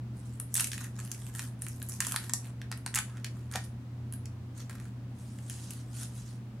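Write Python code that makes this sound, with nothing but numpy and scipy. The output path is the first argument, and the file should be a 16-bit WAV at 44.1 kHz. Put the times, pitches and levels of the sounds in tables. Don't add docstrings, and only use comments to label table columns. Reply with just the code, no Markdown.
import sys
import numpy as np
from scipy import signal
from scipy.fft import rfft, irfft, next_fast_len
from scipy.io import wavfile
from scipy.ndimage import uniform_filter1d

SR = 44100
rng = np.random.default_rng(int(sys.argv[2]) if len(sys.argv) > 2 else 0)


def transcribe(u):
    v = np.clip(np.atleast_2d(u).T, -1, 1)
    q = np.round(v * 32767).astype(np.int16)
    wavfile.write(sys.argv[1], SR, q)


N = 291042
TIME = np.arange(N) / SR

# [start t/s, length t/s, fine rustle level/dB, its resonance f/Hz, sheet flexing level/dB]
FINGER_MOVES = [(0.169, 0.21, -62.5, 8100, -75), (0.574, 0.039, -32.5, 9400, -50.5),
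                (0.65, 0.11, -48.5, 10000, -72), (0.809, 0.036, -45.5, 7400, -50.5),
                (0.987, 0.016, -48.5, 7000, -52), (1.048, 0.17, -53, 9100, -63.5),
                (1.255, 0.035, -53, 8500, -59.5), (1.359, .1, -48, 9470, -56),
                (1.62, 0.2, -55.5, 9500, -71), (1.904, 0.037, -45, 7030, -60),
                (2.016, 0.13, -43.5, 9500, -53), (2.203, 0.089, -52, 9000, -57.5),
                (2.425, 0.064, -60.5, 8000, -59), (2.966, 0.007, -51, 9340, -38.5),
                (3.085, 0.12, -66.5, 7000, -57.5), (3.35, 0.1, -66, 7500, -66),
                (3.549, 0.014, -45, 7480, -41), (3.637, 0.025, -53.5, 9500, -65),
                (4.582, 0.03, -50.5, 3560, -55.5), (4.719, 0.17, -66.5, 8000, -64.5)]
ATTACK_DB_PER_S, RELEASE_DB_PER_S, EASE_DB_PER_S = 521, 389, 13
# [f/Hz, level/dB]
SHEET_RADIATION = [(250, 4), (550, -3), (850, -6.5), (1200, -4.5), (1700, -1.5), (2100, -6), (3200, -1.5),
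                   (4000, -5), (6000, -3), (10000, -1), (13000, -4), (16000, -12)]


def undb(db):
    return 10 ** (np.asarray(db) / 20)


def unit(x):
    return x / np.sqrt(np.mean(x ** 2))


def colour(x, points):
    hz, db = np.transpose(points)
    size = next_fast_len(x.shape[-1], True)
    bins = np.maximum(np.fft.rfftfreq(size, 1 / SR), 1)
    gain = undb(np.interp(np.log(bins), np.log(hz), db))
    return irfft(rfft(x, size) * gain, size)[..., :x.shape[-1]]


def resonate(x, hz, q):
    top_hz = .4 * SR
    hz = min(hz, top_hz)
    return signal.lfilter(*signal.iirpeak(hz, max(q, hz / top_hz), fs=SR), x)


def walk(rate):
    size = int(SR / rate)
    steps = np.repeat(rng.standard_normal(N // size + 1), size)
    smooth = uniform_filter1d(uniform_filter1d(steps, size), size)
    return unit(smooth[:N])


def stereo(pair, side_db):
    return pair[0] + undb(side_db) * pair[1] * np.array([[1], [-1]])


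def appliance(waver_db=1.0, drift=0.025):
    # [f/Hz, level/dB]
    hum_partials = [(120, -42), (240, -67.5), (360, -68.5)]
    # [f/Hz, level/dB]
    air_colour = [(20, -24), (45, -16), (52, -0.5), (60, -5.5), (86, -1.5), (101, -6), (125, 4), (150, -8),
                  (200, 2), (260, -3), (370, -17), (900, -23), (3000, -35), (15000, -49)]
    phase = 2 * np.pi * TIME
    wander = drift * walk(4.6)
    hum = sum(undb(db) * np.sqrt(2) * np.sin(hz * phase + wander + rng.uniform(0, 2 * np.pi))
              for hz, db in hum_partials)
    air = unit(colour(rng.standard_normal((2, N)), air_colour)) * undb(-48)
    air[1] = colour(air[1], [(80, -24.0), (250, -19.0), (700, -7.0), (3000, -2)])
    return hum * undb(waver_db * walk(9.0)) + stereo(air, side_db=2.0)


def engine(unsteady_db=2.5, drift_hz=1.295):
    # [t/s, firing rate f/Hz, level/dB]
    drive = [(0, 77.5, -56), (2.1, 86, -58), (2.5, 65.7, -68), (2.7, 68.7, -51), (3.05, 73.8, -62),
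             (3.4, 80, -54.5), (3.95, 86, -55), (4.35, 90.3, -49), (4.6, 92.7, -55), (5.7, 84.5, -55),
             (6.6, 55, -67)]
    s, hz, db = np.transpose(drive)
    firing_hz = np.interp(TIME, s, hz) + drift_hz * walk(8.3)
    phase = 2 * np.pi * np.cumsum(firing_hz) / SR
    level_db = np.interp(TIME, s, db) + unsteady_db * walk(9.2)
    return np.sqrt(2) * np.sin(phase) * undb(level_db)


def stroke(start, length, attack, release, ease):
    t = TIME - start
    swell = attack * np.minimum(t, 0)
    sag = ease * np.clip(t, 0, length)
    return swell - sag - release * np.maximum(t - length, 0)


def handling():
    levels = np.full((2, N), -100.)
    for start, length, fine_db, _, flex_db in FINGER_MOVES:
        shape = stroke(start, length, ATTACK_DB_PER_S, RELEASE_DB_PER_S, EASE_DB_PER_S)
        levels = np.maximum(levels, shape + np.array([[fine_db], [flex_db]]))
    return levels


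def swarm(rate, scatter_db, grain_s):
    sizes = undb(scatter_db * np.minimum(rng.exponential(size=N), 5))
    buckles = (rng.random(N) < rate / SR) * sizes
    energy = signal.lfilter([1], [1, -np.exp(-2 / (grain_s * SR))], buckles ** 2 + 1e-12)
    return np.sqrt(energy) * rng.standard_normal((2, N))


def patchy(x, depth_db, rate, count=26):
    centres = np.geomspace(700, 15000, count)
    step = centres[1] / centres[0]
    out = 0
    for hz in centres:
        band = colour(x, [(hz / step ** 2, -70), (hz / step, -16), (hz, 0),
                          (hz * step, -16), (hz * step ** 2, -70)])
        out = out + band * undb(depth_db * np.clip(walk(rate), -2, 2))
    return out


def rub(friction, moves, slopes, ring_db, q):
    out = 0
    for start, length, db, hz in moves:
        ringing = unit(friction + undb(ring_db) * resonate(friction, hz, q))
        out = out + ringing * undb(db + stroke(start, length, *slopes))
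    return out


def rustle(levels, fine_db=-3, flex_db=-3):
    # [f/Hz, level/dB]
    fine_colour = [(1500, -31.5), (3000, -11.5), (4500, -8), (6500, -4), (9000, -4), (11000, -6),
                   (13500, -10.5), (16000, -41)]
    # [f/Hz, level/dB]
    flex_colour = [(400, -35), (800, 1.5), (1200, 5), (1750, 5.5), (2200, -0.5), (3200, -9), (4000, -16.5),
                   (8000, -31)]
    grains = swarm(rate=1100, scatter_db=3.3, grain_s=0.0005)
    grains = patchy(grains, depth_db=4, rate=50)
    slopes = ATTACK_DB_PER_S, RELEASE_DB_PER_S, EASE_DB_PER_S
    rubs = [move[:4] for move in FINGER_MOVES]
    bright = rub(colour(grains, fine_colour), rubs, slopes, ring_db=-2, q=2.9) * undb(fine_db)
    low = unit(colour(grains, flex_colour)) * undb(levels[1] + flex_db)
    return stereo(bright, side_db=-3.5) + stereo(low, side_db=-19.0)


def small_creases(rate=36, tick_db=-3.0, sheet_db=0.5, scatter_db=5.0, tick_hz=8600, sheet_hz=1750, spread=0.15):
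    rows = []
    for start, length, fine_db, _, flex_db in FINGER_MOVES:
        gaps = rng.uniform(.2, 1.8, 16)
        chances = np.clip(rng.standard_normal((16, 4)), -2, 2)
        delays = (np.cumsum(gaps) - .5) / rate
        for delay, (a, b, c, d) in zip(delays, chances):
            if delay < length:
                rows.append((start + delay, fine_db + tick_db + scatter_db * a, tick_hz * np.exp(spread * b),
                             flex_db + sheet_db + scatter_db * c, sheet_hz * np.exp(spread * d)))
    return rows


def burst(t, decay_s, ring_db, ring_s, jerk_db):
    jerks = np.repeat(np.clip(rng.standard_normal(len(t) // 16), -1.5, 1.5), 16)
    crack = np.exp(-t / decay_s) * undb(jerk_db * jerks)
    flutter = undb(ring_db) * np.exp(-t / ring_s)
    return rng.standard_normal((2, len(t))) * (crack + flutter)


def at_level(pair, db):
    head = pair[:, :int(.004 * SR)]
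    return pair * undb(db) / np.sqrt(np.mean(head ** 2, axis=1, keepdims=True))


def panel(flap, hz, q=3.66, skirt_q=0.21, detune=0.14, uneven_db=4.0, lowest_share=0.54):
    # [multiple of its centre, level/dB]
    modes = [(0.56, -8.5), (1, 6.5), (1.3, -4), (1.95, -1.5), (2.6, -7)]
    chances = np.clip(rng.standard_normal((len(modes), 2)), -2, 2)
    out = 0
    for (ratio, db), (a, b) in zip(modes, chances):
        mode_hz = hz * ratio * np.exp(detune * a * (ratio - 1))
        ringing = resonate(resonate(flap, mode_hz, q), mode_hz, skirt_q)
        out = out + at_level(ringing, db + uneven_db * b)
    steep = signal.butter(4, lowest_share * hz, "high", fs=SR, output="sos")
    return signal.sosfilt(steep, out)


def snaps(creases, squeeze, free_width_hz=2400, damping_hz=2800, lowest_share=0.63, swell_s=0.00059):
    t = np.arange(1024) / SR
    out = np.zeros((2, N + len(t)))
    for s, crack_db, crack_hz, body_db, body_hz in creases:
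        start = int(s * SR)
        decay_s = 7.5 / crack_hz + 0.002 * squeeze[start]
        crack = burst(t, decay_s, ring_db=-9.5, ring_s=0.0046, jerk_db=-0.5)
        width_hz = free_width_hz + damping_hz * squeeze[start]
        steep = signal.butter(4, lowest_share * crack_hz, "high", fs=SR, output="sos")
        tick = signal.sosfilt(steep, resonate(crack, crack_hz, crack_hz / width_hz))
        flap = burst(t, decay_s=0.00059, ring_db=-14.5, ring_s=0.0047, jerk_db=-5.0)
        sheet = panel(flap * (1 - np.exp(-t / swell_s)), body_hz)
        out[:, start:start + len(t)] += stereo(at_level(tick, crack_db), side_db=-7.5)
        out[:, start:start + len(t)] += stereo(at_level(sheet, body_db), side_db=-16.5)
    return colour(out[:, :N], SHEET_RADIATION)


def flaps(q=2.43, swell_s=0.00058):
    # [t/s, level/dB, note f/Hz]
    pulls = [(0.5815, -39, 1200), (0.606, -40, 1120), (0.6134, -41, 1080), (2.0222, -44, 1000),
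             (2.0683, -48, 680), (2.1425, -31.5, 960), (2.1621, -40, 1010), (2.2957, -45, 920),
             (2.3354, -38, 940), (2.7152, -37.5, 980), (2.863, -37.5, 910), (2.9745, -37, 980),
             (2.9871, -35.5, 990), (3.5515, -34.5, 780), (3.5564, -28, 810), (3.5624, -40.5, 1140),
             (3.573, -41, 720)]
    t = np.arange(1024) / SR
    out = np.zeros((2, N + len(t)))
    for s, db, hz in pulls:
        start = int(s * SR)
        push = burst(t, decay_s=0.0009, ring_db=-11, ring_s=0.004, jerk_db=1.5) * (1 - np.exp(-t / swell_s))
        pop = at_level(resonate(resonate(push, hz, q), hz, q / 2), db)
        out[:, start:start + len(t)] += stereo(pop, side_db=-31)
    return colour(out[:, :N], SHEET_RADIATION)


def knocks():
    # [t/s, level/dB]
    bumps = [(4.6958, -44), (4.7093, -51), (4.729, -53), (4.753, -51), (4.7997, -49.5), (4.8542, -54)]
    # [f/Hz, level/dB]
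    candy_colour = [(300, -12), (800, -8), (1500, 1), (2300, -6), (3200, -12.5), (10000, -10.5),
                    (16000, -24)]
    t = np.arange(2048) / SR
    out = np.zeros((2, N + len(t)))
    for s, db in bumps:
        start = int(s * SR)
        thump = colour(burst(t, decay_s=0.0018, ring_db=-9, ring_s=0.014, jerk_db=3), candy_colour)
        out[:, start:start + len(t)] += stereo(at_level(thump, db), side_db=-9)
    return out[:, :N]


def slide(foil_db=-3.0, attack_db_per_s=260, release_db_per_s=280, ease_db_per_s=17):
    # [start t/s, length t/s, level/dB, resonance f/Hz]
    pushes = [(5.423, 0.16, -63.5, 8400), (5.203, 0.16, -58.5, 8100), (5.512, 0.072, -51, 7250),
              (5.63, 0.18, -52.5, 5830), (5.96, 0.04, -54.5, 8600), (5.996, 0.025, -48, 8200),
              (6.026, 0.011, -50, 6800), (6.165, 0.035, -52.5, 6600), (6.268, 0.069, -58, 5900)]
    # [f/Hz, level/dB]
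    foil_colour = [(900, -1), (1600, 3), (2300, -2.5), (3000, 2), (4500, 1.5), (6500, 2), (9000, 5),
                   (11000, 0), (13000, -5), (16000, -28)]
    grains = swarm(rate=3000, scatter_db=2.8, grain_s=.0007)
    hiss = colour(patchy(grains, depth_db=3, rate=60), foil_colour)
    slopes = attack_db_per_s, release_db_per_s, ease_db_per_s
    return stereo(rub(hiss, pushes, slopes, ring_db=-1, q=1.9) * undb(foil_db), side_db=-7.5)


def room(x, wet_db=-8, t60_s=0.23, first_s=0.0066, early_db=-9):
    # [f/Hz, level/dB]
    wall_colour = [(300, -0.5), (1500, 1.5), (4000, 1.5), (8000, -1), (11000, 4), (15000, -12)]
    t = np.arange(SR // 2) / SR
    shape = np.where(t > first_s, 1, undb(early_db)) * np.exp(-np.log(1000) * t / t60_s)
    echoes = unit(rng.standard_normal((2, len(t))) * shape)
    tail = colour(echoes, wall_colour) / np.sqrt(len(t))
    tail[1] = colour(tail[1], [(500, -32), (1100, -30), (2000, 0.0), (8000, 0.5)])
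    tail = stereo(tail, side_db=0)[:, :int(.4 * SR)]
    mono = x.mean(axis=0, keepdims=True)
    return signal.fftconvolve(mono, tail, axes=1)[:, :N] * undb(wet_db)


def scene(pan_db=-1, light_grip_db=-62, hard_grip_db=-36):
    # [t/s, tick level/dB, tick centre f/Hz, sheet level/dB, sheet centre f/Hz]
    big_creases = [(0.3997, -31, 9700, -44, 1280), (0.5418, -23.5, 9100, -72, 1500),
                   (0.5535, -25, 9550, -32, 1880), (0.5642, -33.5, 7260, -39.5, 2600),
                   (0.5776, -27, 8300, -38, 2120), (0.5969, -28, 8450, -26, 2230),
                   (0.6066, -24, 8240, -37, 1790), (0.6145, -47, 9200, -42, 1500),
                   (0.6428, -27.5, 7750, -33, 2480), (0.6713, -32.5, 8900, -42, 2130),
                   (0.7171, -39, 5900, -35, 2400), (0.7322, -37, 7500, -35.5, 1956),
                   (0.7414, -42, 7780, -41, 1750), (0.7786, -42, 9100, -36.5, 2100),
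                   (0.8428, -43, 7100, -45, 1950), (1.05, -43, 9180, -57, 1190),
                   (1.1155, -31, 6350, -45.5, 1790), (1.1464, -46, 6800, -47, 2260),
                   (1.3503, -40, 7800, -44, 1720), (1.3932, -35, 8100, -33, 1720),
                   (1.4411, -54, 8750, -54, 1750), (1.6201, -32, 9100, -45, 2000),
                   (1.6657, -42, 8800, -39, 1826), (1.6844, -38.5, 9550, -64, 1500),
                   (1.818, -48.5, 7060, -41, 1880), (1.8271, -36.5, 10030, -69, 1500),
                   (1.8878, -36, 11200, -66, 1500), (1.8954, -35.5, 9150, -61, 1750),
                   (2.0043, -23, 7140, -26, 1860), (2.0214, -42, 8470, -37, 1480),
                   (2.0485, -40, 8000, -35, 1910), (2.0681, -27.5, 8000, -37, 1156),
                   (2.0824, -40, 8580, -48, 1400), (2.1124, -38, 10400, -42, 1510),
                   (2.121, -28.5, 9100, -34, 1290), (2.142, -60, 8900, -39.5, 1260),
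                   (2.1613, -28, 9400, -24, 1700), (2.2951, -35.5, 6960, -37.5, 1897),
                   (2.3355, -20.5, 6630, -37.5, 1840), (2.6156, -69, 5380, -39.5, 1990),
                   (2.7156, -39, 8000, -35.5, 1990), (2.7245, -50, 6100, -34.5, 1800),
                   (2.7751, -46.5, 10500, -53, 1960), (2.8624, -32.5, 8440, -32.5, 1740),
                   (2.8764, -48, 8000, -41.5, 1750), (2.9416, -39, 7470, -32, 1900),
                   (2.9477, -27, 7500, -48, 1816), (2.9565, -25.5, 8000, -29.5, 1930),
                   (2.959, -25.5, 9200, -35, 1933), (2.9625, -34, 9300, -29.5, 2400),
                   (2.9745, -33, 6440, -29.5, 2290), (2.979, -49, 8050, -32.5, 1660),
                   (2.9871, -27.5, 7900, -27, 1627), (3.002, -52, 9300, -49, 1700),
                   (3.2448, -33, 4470, -35, 2000), (3.2645, -50, 8180, -43, 1840),
                   (3.5139, -45.5, 8170, -47, 1610), (3.5234, -43, 8590, -50, 1700),
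                   (3.5375, -42, 6420, -38, 1940), (3.5572, -32, 7200, -29, 1780),
                   (4.1246, -39.5, 10500, -50, 1600), (4.137, -40.5, 10400, -49.5, 1610),
                   (4.2565, -44, 6250, -50.5, 2300), (5.3872, -55, 8000, -49.5, 2190),
                   (5.498, -37, 9050, -43, 2130), (5.7064, -38.5, 8500, -45.5, 2200),
                   (5.7114, -47, 8400, -56, 1600), (5.7349, -46, 9650, -56, 1500)]
    background = appliance() + engine()
    levels = handling()
    squeeze = np.interp(levels[0], [light_grip_db, hard_grip_db], [0, 1])
    wrapper = rustle(levels) + slide()
    wrapper = wrapper + snaps(big_creases + small_creases(), squeeze) + flaps() + knocks()
    wrapper = wrapper * undb(np.array([[pan_db], [-pan_db]]) / 2)
    return wrapper + room(wrapper) + background


def record(dry):
    return signal.sosfilt(signal.ellip(8, .2, 70, 16000, fs=SR, output="sos"), dry)


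dry = scene()
out = record(dry)
transcribe(out)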